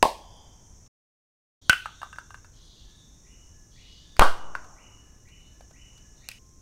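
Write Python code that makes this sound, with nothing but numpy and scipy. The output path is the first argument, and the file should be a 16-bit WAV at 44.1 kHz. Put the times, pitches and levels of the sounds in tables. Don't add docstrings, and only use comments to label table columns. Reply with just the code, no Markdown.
import sys
import numpy as np
from scipy import signal
from scipy.fft import rfft, irfft, next_fast_len
from scipy.io import wavfile
from scipy.ndimage import uniform_filter1d

SR = 44100
rng = np.random.default_rng(int(sys.argv[2]) if len(sys.argv) > 2 else 0)


def dump_mix(stems):
    frames = np.atleast_2d(stems).T
    limited = np.clip(frames, -1, 1)
    pcm = np.round(limited * 32767).astype(np.int16)
    wavfile.write(sys.argv[1], SR, pcm)


N = 291501
TIME = np.arange(N) / SR

# (time [s], ring level [dB], open pitch [Hz], ring t60 [s], starts flat by [0-1],
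# ring delay [s], gas rush [dB], crack level [dB], crack tilt [dB/octave], reverb send [dB],
# far echo delay [s], far echo level [dB])
POPS = [(0.0272, 4.5, 1100, .022, .6, .0013, -38, -4.5, -1.3, -7.8, .0255, -12),
        (1.6958, 1.5, 1512, .034, .04, .0002, -14, -5.5, .6, -11.5, .0343, -11),
        (4.167, -50, 2500, .014, .1, .0003, -53, -35, -2, -2, .0096, -15),
        (4.1943, 10, 1630, .018, .76, .00018, -23, -4, -2, -3, .0265, -10),
        (6.2878, -31.5, 2730, .032, .25, .0001, -49, -24.5, 2, -7, .0275, -4)]
# (frequency [Hz], level [dB])
SEAL_SPECTRUM = [(100, -12), (700, -4), (1800, 1), (2900, 1), (3800, 0.5), (4700, 2), (7000, -6.5),
                 (8500, -3.5), (11000, -10), (15500, -15.5)]
# (time [s], level [dB], decay time [s])
GAS_BLAST = (4.1937, 2.4, .05)
# (time [s], strength [dB], knock pitch [Hz], relative cap ring [dB])
CAP_LANDINGS = [(1.857, -17.5, 1325, -19), (2.016, -28, 1020, -13), (2.03, -19, 1200, -24),
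                (2.128, -33, 1500, -9), (2.159, -37, 1660, -18), (2.184, -22.5, 1460, -19),
                (2.305, -35, 1150, -14), (2.343, -28.5, 1550, -20), (2.445, -39, 1440, -17),
                (4.551, -13.5, 1490, -30), (4.643, -39, 1430, -16), (5.607, -36, 720, -28),
                (5.709, -44, 659, -21)]
# (frequency [Hz], level [dB], t60 [s])
CAP_MODES = [(1250, 0.5, 0.054), (1543, 1, 0.1), (1695, 0.5, 0.044), (2744, -4, 0.041), (3650, -14, 0.05),
             (4510, -21, 0.023), (8200, -10, .025)]
# (time [s], level [dB])
PAINT_FLECKS = [(.861, -58), (5.286, -53), (5.976, -49)]
# (frequency [Hz], t60 [s])
YARD_DECAY = [(100, 0.05), (450, .21), (1000, .22), (1600, .25), (3000, .36), (8000, 0.35), (15000, 0.34)]
# (time [s], pitch [Hz], level [dB], trill depth [Hz])
TRILLS = [(1.559, 3800, -53, 700), (2.509, 4020, -54.5, 900), (3.689, 4130, -53.5, 920)]
# (time [s], level [dB])
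CHIPS = [(5.376, -68), (6.149, -61)]
# (time [s], length [s], lower pitch [Hz], upper pitch [Hz],
# lower level [dB], upper level [dB], trill depth [Hz])
THIN_CALL = (.02, .42, 3300, 4880, -58.5, -63.5, 210)
# (frequency [Hz], noise density [dB])
CICADA_SPECTRUM = [(4300, -135), (5050, -108), (5550, -93), (6400, -93), (7100, -99), (7800, -107),
                   (9100, -110), (10000, -130)]
# (frequency [Hz], noise density [dB])
GARDEN_SPECTRUM = [(300, -120), (550, -103), (900, -104), (1500, -107.5), (2500, -113), (4000, -118),
                   (6000, -135)]
# (frequency [Hz], noise density [dB])
AIR_SPECTRUM = [(10, -76.5), (35, -70.5), (90, -76.5), (180, -85.5), (350, -92.5), (700, -104),
                (1400, -109), (2800, -114), (4500, -114), (8500, -112), (10000, -116), (12000, -116),
                (16000, -123)]
# (pitch [Hz], level before the hush [dB], level after [dB])
THIN_TONE = (1052, -81, -71)
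# (start [s], end [s])
DROPOUT = (0.878, 1.617)

HUSH_S = 6.387


def pops(lift_s=.0019, attack_s=.00028, near_echo_s=.0092, near_echo_db=-14):
    out, t = np.zeros(N), TIME[:SR // 5]
    puff_time = t / .0016
    puff = 2 * puff_time * (puff_time - 2) * np.exp(-puff_time)
    rush_band = signal.butter(3, [1700, 3050], "band", fs=SR, output="sos")
    for s, ring_db, hz, t60, flat, delay, rush_db, crack_db, tilt_db, send_db, far_s, far_db in POPS:
        cycles = np.cumsum(hz * (1 - flat * np.exp(-t / lift_s))) / SR
        ring = amp(ring_db) * np.sin(2 * np.pi * cycles) * fade(t, t60)
        jet = unit(signal.sosfilt(rush_band, rng.standard_normal(len(t))))
        rush = amp(rush_db) * jet * fade(t, t60=.045)
        octave = amp(rush_db + 6.5) * np.sin(2 * np.pi * 2 * cycles) * fade(t, t60=.033)
        body = np.zeros(len(t))
        add(body, delay, (ring + octave + rush) * (1 - np.exp(-t / attack_s)))
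        seal = snap(t, .0092, tilt_db)
        spray = amp(-25) * snap(t, .058, tilt_db)
        crack = amp(crack_db) * (seal + spray)
        puff_db = -7 + 1.8 * crack_db
        add(out, s, body + crack + amp(puff_db) * puff)
        slap = body + amp(-11) * crack
        add(out, s + near_echo_s, amp(near_echo_db) * slap)
        add(out, s + far_s, amp(far_db) * slap)
        send = body + amp(crack_db + 10) * click(len(t), tilt_db)
        add(out, s, amp(send_db) * signal.fftconvolve(send, yard_reverb()))
    return out


def click(size, tilt_db):
    hz = abs(np.fft.fftfreq(size, 1 / SR))
    log_gain = np.log(amp(curve_at(SEAL_SPECTRUM, hz) + tilt_db * np.log2(hz / 3000 + .33)))
    minimum_phase = np.exp(np.conj(signal.hilbert(log_gain)))
    pulse = np.fft.ifft(minimum_phase).real
    return pulse / np.linalg.norm(pulse)


def snap(t, t60, tilt_db):
    envelope = fade(t, t60)
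    burst = signal.fftconvolve(rng.standard_normal(len(t)) * envelope, click(len(t), tilt_db))[:len(t)]
    return burst * np.linalg.norm(envelope) / np.linalg.norm(burst)


def gas_blast(attack_s=.0012, bass_cut_hz=2.93):
    s, db, decay_s = GAS_BLAST
    t = np.maximum(TIME - s, 0)
    shove = -amp(db) * (1 - np.exp(-t / attack_s)) * np.exp(-t / decay_s)
    bass_cut = signal.butter(1, bass_cut_hz, "high", fs=SR)
    return signal.lfilter(*bass_cut, signal.lfilter(*bass_cut, shove))


def caps_and_paint(attack_s=.00025, thud_hz=560, lag_s=.0007, echo_s=.032):
    out, t = np.zeros(N), TIME[:SR // 6]
    dull = signal.butter(4, 3400, fs=SR)
    soft_contact = 1 - np.exp(-(t / attack_s) ** 2)

    def land(s, body, tick_db):
        tick = click(len(t), tilt_db=0) + .55 * snap(t, t60=.04, tilt_db=0)
        hit = body + amp(tick_db) * tick
        add(out, s + lag_s, hit)
        add(out, s + lag_s + echo_s, amp(-21) * signal.lfilter(*dull, hit))
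        add(out, s + lag_s, amp(-9) * signal.fftconvolve(hit, yard_reverb(build_s=.004)))

    for s, db, hz, ring_db in CAP_LANDINGS:
        phase = 2 * np.pi * hz * t
        knock = amp(-2) * (np.sin(phase) - .44 * np.sin(.66 * phase)) * fade(t, t60=.015)
        thud = amp(-21) * np.sin(2 * np.pi * thud_hz * t) * fade(t, t60=.02)
        ring = np.zeros(len(t))
        for mode_hz, mode_db, t60 in CAP_MODES:
            cycles = mode_hz * rng.uniform(.98, 1.02) * t + rng.random()
            ring += amp(mode_db) * np.sin(2 * np.pi * cycles) * fade(t, t60)
        body = signal.lfilter(*dull, (knock + thud) * soft_contact) + amp(ring_db) * ring * soft_contact
        land(s, amp(db) * body, tick_db=-31 + .55 * db)
    for s, db in PAINT_FLECKS:
        land(s, body=0, tick_db=db)
    return out


def yard_reverb(build_s=.013, tail_db=-29, tail_t60=1.6, tail_cutoff_hz=2600):
    hz, t, spectrum = signal.stft(rng.standard_normal(SR), SR, nperseg=256)
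    early = fade(t, curve_at(YARD_DECAY, hz)[:, None])
    tail = amp(tail_db) * fade(t, tail_t60) / (1 + (hz[:, None] / tail_cutoff_hz) ** 2)
    response = signal.istft(spectrum * (early + tail), SR, nperseg=256)[1][:SR]
    response *= 1 - np.exp(-(TIME[:SR] / build_s) ** 2)
    return response / np.linalg.norm(response)


def birds(trees_t60=1.0, dry_gain=.2):
    song = whistler() + trillers()
    trees = rng.standard_normal(SR) * fade(TIME[:SR], trees_t60)
    return dry_gain * song + signal.fftconvolve(song, trees / np.linalg.norm(trees))[:N]


def whistler(lead_in_s=2.823, start_s=3.232, period_s=.515, hurry_s=.0033):
    song = np.zeros(N)
    low_note = dict(length_s=.085, from_hz=1785, to_hz=1705, db=-66.5)
    add(song, lead_in_s, bird_note(**low_note))
    for k in range(7):
        s = start_s + k * (period_s - k * hurry_s)
        add(song, s, bird_note(.14, from_hz=1870, to_hz=2945, db=-58.5 if k == 0 else -53.5))
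        add(song, s + .25, bird_note(**low_note))
    return song


def trillers(trill_s=.315, chip_hz=3930):
    song = np.zeros(N)
    for s, hz, db, depth_hz in TRILLS:
        add(song, s, bird_note(trill_s, hz, hz, db, depth_hz))
        add(song, s + trill_s, bird_note(.18, from_hz=3540, to_hz=3650, db=db - 3.5, depth_hz=170))
    for s, db in CHIPS:
        add(song, s, bird_note(.1, chip_hz, chip_hz, db, depth_hz=400))
    s, length_s, low_hz, high_hz, low_db, high_db, depth_hz = THIN_CALL
    add(song, s, bird_note(length_s, low_hz, low_hz, low_db, depth_hz))
    add(song, s, bird_note(length_s, high_hz, high_hz, high_db, depth_hz))
    return song


def bird_note(length_s, from_hz, to_hz, db, depth_hz=0, trill_hz=31, waver=.012):
    t = TIME[:round(length_s * SR)]
    slide_hz = to_hz + (from_hz - to_hz) * np.exp(-(t / (.3 * length_s)) ** 2.5)
    flick = (1 + signal.sawtooth(2 * np.pi * trill_hz * t, .5)) / 2
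    trill = 2 * flick ** 1.7 - .9 + .22 * drift(len(t), rate_hz=140)
    hz = slide_hz * (1 + waver * drift(len(t), rate_hz=82)) + depth_hz * trill
    envelope = np.linspace(.7, 1.2, len(t)) * signal.windows.tukey(len(t), .25)
    return amp(db) * envelope * np.sin(2 * np.pi * np.cumsum(hz) / SR)


def cicadas(peak_s=.87, period_s=1.28, swing_db=1.8, flutter=.094):
    swell_db = -.3 + swing_db * np.cos(2 * np.pi * (TIME - peak_s) / period_s)
    return noise(CICADA_SPECTRUM, N) * amp(swell_db) * (1 + flutter * drift(N, rate_hz=60))


def insect_rasps(start_s=.36, period_s=.328, half_width_s=.035, top_hz=9250, arch_hz=500, db=-72):
    note_times = start_s + period_s * np.arange(10)
    envelope = sum(np.exp(-((TIME - s) / half_width_s) ** 2) for s in note_times)
    hz = top_hz - arch_hz * (1 - envelope)
    roughness = drift(N, rate_hz=200)
    return amp(db) * envelope * roughness * np.sin(2 * np.pi * np.cumsum(hz) / SR)


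def garden_rustle(swell_db=1.5):
    return noise(GARDEN_SPECTRUM, N) * amp(swell_db * drift(N, rate_hz=4))


def air():
    hz, before_db, after_db = THIN_TONE
    tone_db = np.where(TIME > HUSH_S, after_db, before_db)
    return noise(AIR_SPECTRUM, N) + amp(tone_db) * np.sin(2 * np.pi * hz * TIME)


def amp(db):
    return 10 ** (np.asarray(db) / 20)


def unit(x):
    return x / np.sqrt(np.mean(x ** 2) + 1e-20)


def curve_at(points, hz):
    point_hz, value = np.transpose(points)
    return np.interp(np.log(hz + 1), np.log(point_hz), value)


def add(mix, s, sound):
    part = mix[max(round(s * SR), 0):][:len(sound)]
    part += sound[:len(part)]


def noise(spectrum, size):
    gain = amp(curve_at(spectrum, np.fft.rfftfreq(size, 1 / SR))) * np.sqrt(SR / 2)
    return irfft(rfft(rng.standard_normal(size)) * gain, size)


def fade(t, t60):
    return np.exp(-np.log(1000) * t / t60)


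def drift(size, rate_hz):
    padded = next_fast_len(size)
    hz = np.fft.rfftfreq(padded, 1 / SR)
    spectrum = rfft(rng.standard_normal(padded)) / (1 + (hz / rate_hz) ** 4)
    return unit(irfft(spectrum, padded))[:size]


def scene():
    action = pops() + gas_blast() + caps_and_paint() + birds() + garden_rustle()
    return (action * (TIME < HUSH_S) + cicadas() + insect_rasps() + air())[None]


def record(dry, ceiling=.5, cutoff_hz=15900):
    saturated = dry / (1 + (dry / ceiling) ** 8) ** (1 / 8)
    gap_start, gap_end = DROPOUT
    gate = uniform_filter1d(1. * ((TIME < gap_start) | (TIME > gap_end)), size=256)
    lowpass = signal.firwin(255, cutoff_hz, window=("kaiser", 9), fs=SR)
    return signal.oaconvolve(saturated * gate, lowpass[None], "same")


dry = scene()
out = record(dry)
dump_mix(out)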